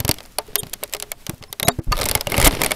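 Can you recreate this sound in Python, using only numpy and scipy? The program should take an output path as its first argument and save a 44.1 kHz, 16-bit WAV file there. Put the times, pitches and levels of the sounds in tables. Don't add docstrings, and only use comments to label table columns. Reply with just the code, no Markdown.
import sys
import numpy as np
from scipy import signal
from scipy.fft import rfft, irfft
from scipy.io import wavfile
from scipy.ndimage import uniform_filter1d, map_coordinates

SR = 44100
rng = np.random.default_rng(int(sys.argv[2]) if len(sys.argv) > 2 else 0)


def gain_from_decibels(decibels):
    exponent = np.asarray(decibels, float) / 20
    return 10 ** exponent


def put_to_file(sound):
    columns = np.atleast_2d(sound).T
    safe = np.clip(columns, -1, 1)
    whole_steps = np.round(safe * 32767)
    wavfile.write(sys.argv[1], SR, whole_steps.astype(np.int16))


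N = 121275

# frequency in Hz, level in dB.
CRACK_COLOUR = [(200, -42), (590, -7.0), (1000, -12.0), (3590, -4.5), (9510, -1.0), (11700, 1.5),
                (14800, -9), (16500, -18)]
HOLD_S, CRACK_T60 = 0.0011, 0.0082
GRAIN_DB = 3
FRAME_S = 0.036


def unit(x):
    return x / np.sqrt(np.mean(x ** 2, -1, keepdims=True) + 1e-20)


def along(points, hz):
    f, db = np.transpose(points)
    return gain_from_decibels(np.interp(np.log(hz + 1), np.log(f + 1), db))


def crack_colour(hz):
    return along(CRACK_COLOUR, hz)


def wobble(rate):
    knots = rng.standard_normal(int(N * rate / SR) + 4)
    return map_coordinates(knots, [np.arange(N) * rate / SR])


def filtered(x, response):
    size = x.shape[-1]
    return irfft(rfft(x) * response(np.fft.rfftfreq(size, 1 / SR)), size)


def noise(shape, response):
    return unit(filtered(rng.standard_normal(shape), response))


def lumpy(shape, response):
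    colour = unit(uniform_filter1d(rng.standard_normal((shape[0], shape[1] // 2 + 1)), size=250))
    grit = unit(uniform_filter1d(rng.standard_normal(shape), size=24))
    return unit(gain_from_decibels(3 * grit) * noise(shape, lambda hz: response(hz) * gain_from_decibels(3 * colour)))


def placed(times, rows):
    at = np.round(np.asarray(times) * SR).astype(int)[:, None] + np.arange(rows.shape[1])
    return np.bincount(at.ravel(), rows.ravel(), N + SR)[:N]


def slips():
    # start in seconds, peak in dB, case ring over it in
    # dB.
    slip_rows = [(0.0024, -4, -22), (0.0488, -4.5, -18.5), (0.0794, -5, -25.5), (0.0912, 2, -17),
                 (0.1127, 2, -30.5), (0.1412, -17, -47), (0.1847, -17.5, -21), (0.2046, -20.5, -11.5),
                 (0.2526, -28.5, -9), (0.385, -1, -14), (0.5555, 7, -25.5), (0.6325, -15, -18),
                 (0.6683, -22.5, -31), (0.732, -19.5, -14), (0.7334, -10.5, -25), (0.8289, -25, 2.5),
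                 (0.8355, -3.5, -38), (0.9256, -20, -53), (0.9286, -21.5, -11), (0.9362, -3, -25),
                 (0.9479, -8.5, -14.5), (0.9664, -18, -18), (0.9995, -10, -43), (1.0242, -6.5, -20.5),
                 (1.0346, -23, -9.5), (1.1174, -5, -21), (1.266, -10, -20), (1.2949, -8, -20),
              (1.4253, -21.5, -12.5), (1.4377, -20.5, -16), (1.5274, -8, -22), (1.5979, -3.5, -20),
              (1.6291, -1.5, -17.5), (1.6822, 3, -9.5), (1.926, -12, -10), (1.956, -20, -23),
              (1.9687, -12.5, -10.5), (1.9777, -11.5, -17), (1.9888, -9.5, -6), (1.9994, -12, -19),
              (2.012, -8.5, -7.5), (2.0182, -8, -12), (2.0319, -8, -11.5), (2.0393, -7.5, -40),
              (2.055, -7.5, -25), (2.061, -13, -6.5), (2.0871, -1, -24),
                 (0.737, -7.5, -38), (1.674, -14, -6), (1.6862, -8, -4), (1.795, -40, -15), (1.9197, -10, -7.5),
             (2.478, -11, -12.5),
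                 (2.0938, -4, -19.5), (2.1128, 0.5, -20.5), (2.151, 5.5, -19.5), (2.175, -16, -7),
            (2.2098, -4.5, -17.5), (2.27, -7, -13), (2.2993, -13, -42), (2.3194, -4.5, -11),
            (2.3427, -10, -5.5), (2.367, -5.5, -17.5), (2.379, -0.5, -12), (2.3997, -0.5, -15),
            (2.4143, 0.5, -19), (2.4264, -2, -12.5), (2.4447, -1.5, -12), (2.4497, 0, -59),
            (2.455, -10, -11), (2.4584, 3.5, -42), (2.465, -2.5, -6), (2.4709, 2, -43), (2.4751, 1, -13),
            (2.5092, -12, -11), (2.55, -11.5, -12), (2.6166, 1, -12.5), (2.6352, 0, -18.5),
            (2.6457, -3, -13.5), (2.6621, 0, -20), (2.708, -8, -10.5), (2.7173, 1.5, -18)]
    # frequency in Hz, level in dB, 60 dB decay in seconds.
    case_modes = [(416.5, -5.5, 0.1), (593, 1.5, 0.037), (693, -15, 0.12), (856, -13, 0.045),
                  (1220, -6, 0.048), (2125, 2, 0.022)]
    crack_db, tail_db, tail_t60, tail_hz = -11, -5, 0.025, 5100
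    case_db, spread_db = -6.5, 6
    box_db, box_t60, box_hz = 0.5, 0.067, 614
    split_hz, dulls = 5200, 0.78
    judder_s = 0.0065

    s, db, ring_db = np.transpose(slip_rows)[..., None]
    t = np.arange(SR // 6) / SR
    shape = (len(s), len(t))

    def high(hz):
        return 1 / (1 + (split_hz / (hz + 1)) ** 4)

    dull = lumpy(shape, lambda hz: crack_colour(hz) * (1 - high(hz)))
    bright = lumpy(shape, lambda hz: crack_colour(hz) * high(hz))
    bright *= gain_from_decibels(dulls * (db - ring_db - 5))
    gap = np.where(s.T > s, s.T - s, 1).min(axis=1, keepdims=True)
    hold = np.where(gap < judder_s, np.maximum(gap, HOLD_S), HOLD_S)
    fall = gain_from_decibels(-60 * np.maximum(t - hold, 0) / CRACK_T60)
    crack = unit((dull + bright) * fall) * np.sqrt(np.mean(fall ** 2, axis=1, keepdims=True))
    crack *= gain_from_decibels(crack_db)
    tail = noise(shape, lambda hz: crack_colour(hz) / (1 + (hz / tail_hz) ** 6))
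    tail *= gain_from_decibels(crack_db + tail_db - 60 * t / tail_t60)

    ring = gain_from_decibels(box_db - 60 * t / box_t60) * noise(shape, lambda hz: hz ** 3 / (1 + (hz / box_hz) ** 5))
    for hz, mode_db, t60 in case_modes:
        strength, detune, phase = rng.standard_normal((3, len(s), 1))
        level = gain_from_decibels(mode_db + spread_db * np.tanh(strength) - 60 * t / t60)
        ring += level * np.sin(2 * np.pi * hz * (1 + 0.022 * detune) * t + 3 * phase)
    rise = 1 - np.exp(-t / 0.00023)
    return placed(s[:, 0], gain_from_decibels(db) * rise * (crack + tail + gain_from_decibels(ring_db + case_db) * ring))


def rings(s, db, hz, t60):
    t = np.arange(SR // 5) / SR
    rise = 1 - np.exp(-t * hz / 1.37)
    return placed(s[:, 0], gain_from_decibels(db - 60 * t / t60) * np.sin(2 * np.pi * hz * t) * rise)


def panels():
    # start in seconds, peak in dB, frequency in Hz.
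    pings = [(0.0483, -37, 2250), (0.0917, -4, 4880), (0.1121, 2, 4610), (0.1845, -41, 3900),
             (0.385, -5, 4430), (0.5561, -5.5, 3610), (0.835, -20, 3820), (1.1164, -13, 2220),
             (1.5269, -13, 3760), (1.5978, -6.5, 3850), (1.6292, -2.5, 3730), (1.6821, -6, 1840),
             (1.9255, -8, 2780), (2.0877, -14, 2120), (2.1126, -4.5, 4470), (2.1515, -5.5, 2150),
             (2.2089, -7, 5100), (2.2707, -6.5, 2830), (2.3201, -6, 2127), (2.3421, -6, 2800),
             (2.3999, -7, 2130), (2.4149, -7, 2030), (2.4259, -6, 2220), (2.4584, -0.5, 2170),
             (2.5506, -19, 4500), (2.6165, -7, 2130), (2.6349, -6, 2370), (2.6459, -11, 2350),
             (2.6604, -10, 2070), (2.7087, -4, 2200), (2.7172, -8.5, 2230)]
    thuds = [(0.091, -15.5, 303), (0.384, -12.5, 892), (0.483, -27, 428), (0.835, -19, 580),
             (1.293, -23, 332), (1.683, -2, 694), (1.785, -15.5, 330), (1.92, -9, 1220),
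             (1.994, -13.5, 545), (2.152, -8, 857), (2.27, -12.5, 568), (2.379, -6.5, 560),
             (2.468, -10.5, 288), (2.615, -26, 615)]
    # start in seconds, level in dB, frequency in Hz, 60 dB decay in seconds.
    hums = [(0.384, -30.5, 608, 0.065), (.556, -34, 396, 0.37), (.94, -37, 417, 0.65),
            (.388, -24, 898, 0.095), (1.7, -31.5, 248.5, 0.37), (1.9266, -10, 4480, 0.021)]
    ping_cycles, thud_cycles = 54.6, 28.2
    s, db, hz = np.transpose(pings)[..., None]
    ping = rings(s, db - 5, hz, ping_cycles / hz)
    s, db, hz = np.transpose(thuds)[..., None]
    thud = rings(s, db - 1.5, hz, thud_cycles / hz)
    return ping + thud + rings(*np.transpose(hums)[..., None])


def nudges():
    # start in seconds, peak in dB, swing in Hz (negative swings away first).
    pushes = [(.001, -18, -100), (.046, -15, -100), (0.09, -12.5, -105), (0.629, -24, 137),
              (0.662, -31, 143), (1.291, -18, 150), (1.333, -28, 109), (1.41, -32.5, 109), (1.499, -40, 97),
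              (1.625, -21.5, 152), (1.651, -22.5, 150), (1.68, -9, 143), (1.786, -15, 110),
              (1.868, -24, 100), (1.877, -13.5, -32), (1.911, -17.5, -102), (1.933, -19, -23),
              (2.002, -23, 97), (2.039, -21, -78), (2.101, -22.5, 74), (2.154, -18, 94),
              (2.268, -21.5, 116), (2.32, -24, 131), (2.379, -11.5, 91), (2.396, -19, 87),
              (2.429, -11.5, -41.5), (2.463, -12, 33), (2.466, -13, -120), (2.532, -21, -110)]
    # frequency in Hz, level in dB, 60 dB decay in seconds.
    tooth = [(1230, -5.5, 0.045), (1013, -7, 0.036), (1750, -16, 0.044)]
    swing_turns, push_db, knock_s = 0.54, 2, 1.925
    rattle_db, rattle_t60, rattle_hz = -14, 0.072, 417
    mount_hz, mount_db, mount_t60 = 250, -10.5, 0.092

    s, db, hz = np.transpose(pushes)[..., None]
    t = np.arange(SR // 5) / SR
    u = t * np.abs(hz) / swing_turns
    swing = np.sin(2 * np.pi * hz * t) * u * np.exp((1 - u * u) / 2)
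    rattle = noise(u.shape, lambda f: f ** 2 / (1 + (f / rattle_hz) ** 4))
    rattle *= gain_from_decibels(rattle_db - 60 * t / rattle_t60)
    hum = gain_from_decibels(mount_db - 60 * t / mount_t60) * np.sin(2 * np.pi * mount_hz * t)
    loose = np.minimum(u, 1) * (rattle * np.abs(hz) / 100 + hum)
    knock = sum(gain_from_decibels(g - 60 * t / t60) * np.sin(2 * np.pi * f * t) for f, g, t60 in tooth)
    knock = knock * (1 - np.exp(-t / 0.003))
    return placed(s[:, 0], gain_from_decibels(db + push_db) * (swing + loose)) + placed([knock_s], knock[None])


def fur():
    # time in seconds, pressure in dB.
    rub = [(0, -53), (.13, -49.5), (.33, -60.5), (.48, -52), (.97, -56), (1.6, -64), (1.66, -74),
           (1.75, -54), (1.862, -70), (1.941, -36.5), (2.17, -37.5), (2.241, -50), (2.33, -33.5),
           (2.431, -24.5), (2.464, -18), (2.506, -35.5), (2.62, -29.5), (2.75, -38.5)]
    # frequency in Hz, level in dB.
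    shell_colour = [(50, -0.5), (110, 5), (260, 6.5), (600, 1), (1500, -7.5), (2130, -5), (5500, -13),
                    (7500, -44)]
    sway_colour = [(20, 3.5), (150, -16.5), (350, -25), (500, -57)]
    pressure = np.interp(np.arange(N) / SR, *np.transpose(rub))
    clumps = 2 * wobble(70)
    grip = gain_from_decibels(clumps + GRAIN_DB * wobble(300)) * rng.standard_normal(N)
    scrub = gain_from_decibels(pressure + 4) * unit(filtered(grip, lambda hz: along(shell_colour, hz)))
    hairs = gain_from_decibels(clumps + GRAIN_DB / 2 * wobble(190)) * noise((N,), crack_colour)
    fizz = gain_from_decibels(-50.5 + pressure + 42) * unit(hairs)
    sway = gain_from_decibels(-36.5 + 0.58 * (pressure + 42) + 0.82 * wobble(6.84))
    return scrub + fizz + sway * noise((N,), lambda hz: along(sway_colour, hz))


def ticks():
    # start in seconds, peak in dB.
    flicks = [(0.2299, -33), (0.2367, -34), (0.2593, -31), (0.321, -35.5), (0.4674, -36), (0.4775, -33),
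              (0.6963, -29.5), (0.8777, -34), (0.8963, -28), (1.3144, -44), (1.3446, -32), (1.38, -35.5),
              (1.788, -34), (1.8372, -36), (1.8437, -31), (2.52, -22), (2.541, -27)]
    s, db = np.transpose(flicks)[..., None]
    t = np.arange(400) / SR
    level = gain_from_decibels(db - 9 - 60 * np.maximum(t - HOLD_S, 0) / CRACK_T60)
    return placed(s[:, 0], level * lumpy((len(s), len(t)), crack_colour))


def hiss():
    # frequency in Hz, level in dB.
    hiss_colour = [(200, 1.5), (320, -4.5), (5600, -9.5), (14400, -13.5), (15600, -16), (16000, -50)]
    return gain_from_decibels(-54 + 2.2 * wobble(29)) * noise((N,), lambda hz: along(hiss_colour, hz))


def scene():
    return (slips() + panels() + nudges() + fur() + ticks() + hiss())[None]


def stray():
    starts = [.576, 1.642, 1.693, 1.475]
    # frequency in Hz, rms in dB.
    tones = [
        [(414.5, -34), (3240, -36), (3644, -37.5), (7020, -38), (8753, -27.5), (11176, -32), (11353, -32),
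         (15003, -43)],
        [(667, -32.5), (3833, -32), (6643, -36), (11542, -37)],
        [(3774, -41.5), (4420, -51), (4619, -44), (7246, -49)],
        [(764, -61), (1050, -57), (5292, -57), (11122, -62)],
    ]
    beat_hz = 46.6
    t = np.arange(round(FRAME_S * SR)) / SR
    fade = np.clip(np.minimum(t, FRAME_S - t) / 0.0077, 0, 1) ** 2
    rows = np.zeros((len(tones), len(t)))
    for row, lines in zip(rows, tones):
        for hz, db in lines:
            beat = 1 + 0.5 * np.sin(2 * np.pi * beat_hz * t + 6 * rng.random())
            row += gain_from_decibels(db + 3) * np.sin(2 * np.pi * hz * t) * beat
    return placed(starts, fade * rows)


def band_limit(x):
    return signal.sosfilt(signal.butter(12, 16810, fs=SR, output="sos"), x)


def record(dry):
    # middle in seconds, treble left in dB.
    lost_frames = [(.598, -12), (1.412, -8), (1.492, -9), (1.666, -10), (1.706, -24), (1.809, -40)]
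    top, top_hz, lost_hz = 0.93, 15950, 2230
    x = dry / (1 + np.abs(dry / top) ** 6) ** (1 / 6)
    t = np.arange(N) / SR
    lost = np.zeros(N)
    for s, db in lost_frames:
        window = np.clip((FRAME_S / 6 - np.abs(t - s)) / 0.0026 + 1, 0, 1)
        lost += window * (1 - gain_from_decibels(db))
    x = x - lost * filtered(x, lambda hz: 1 / (1 + (lost_hz / (hz + 1)) ** 12))
    x = filtered(x + stray(), lambda hz: 1 / (1 + (hz / top_hz) ** 60))
    return band_limit(x)


dry = scene()
out = record(dry)
put_to_file(out)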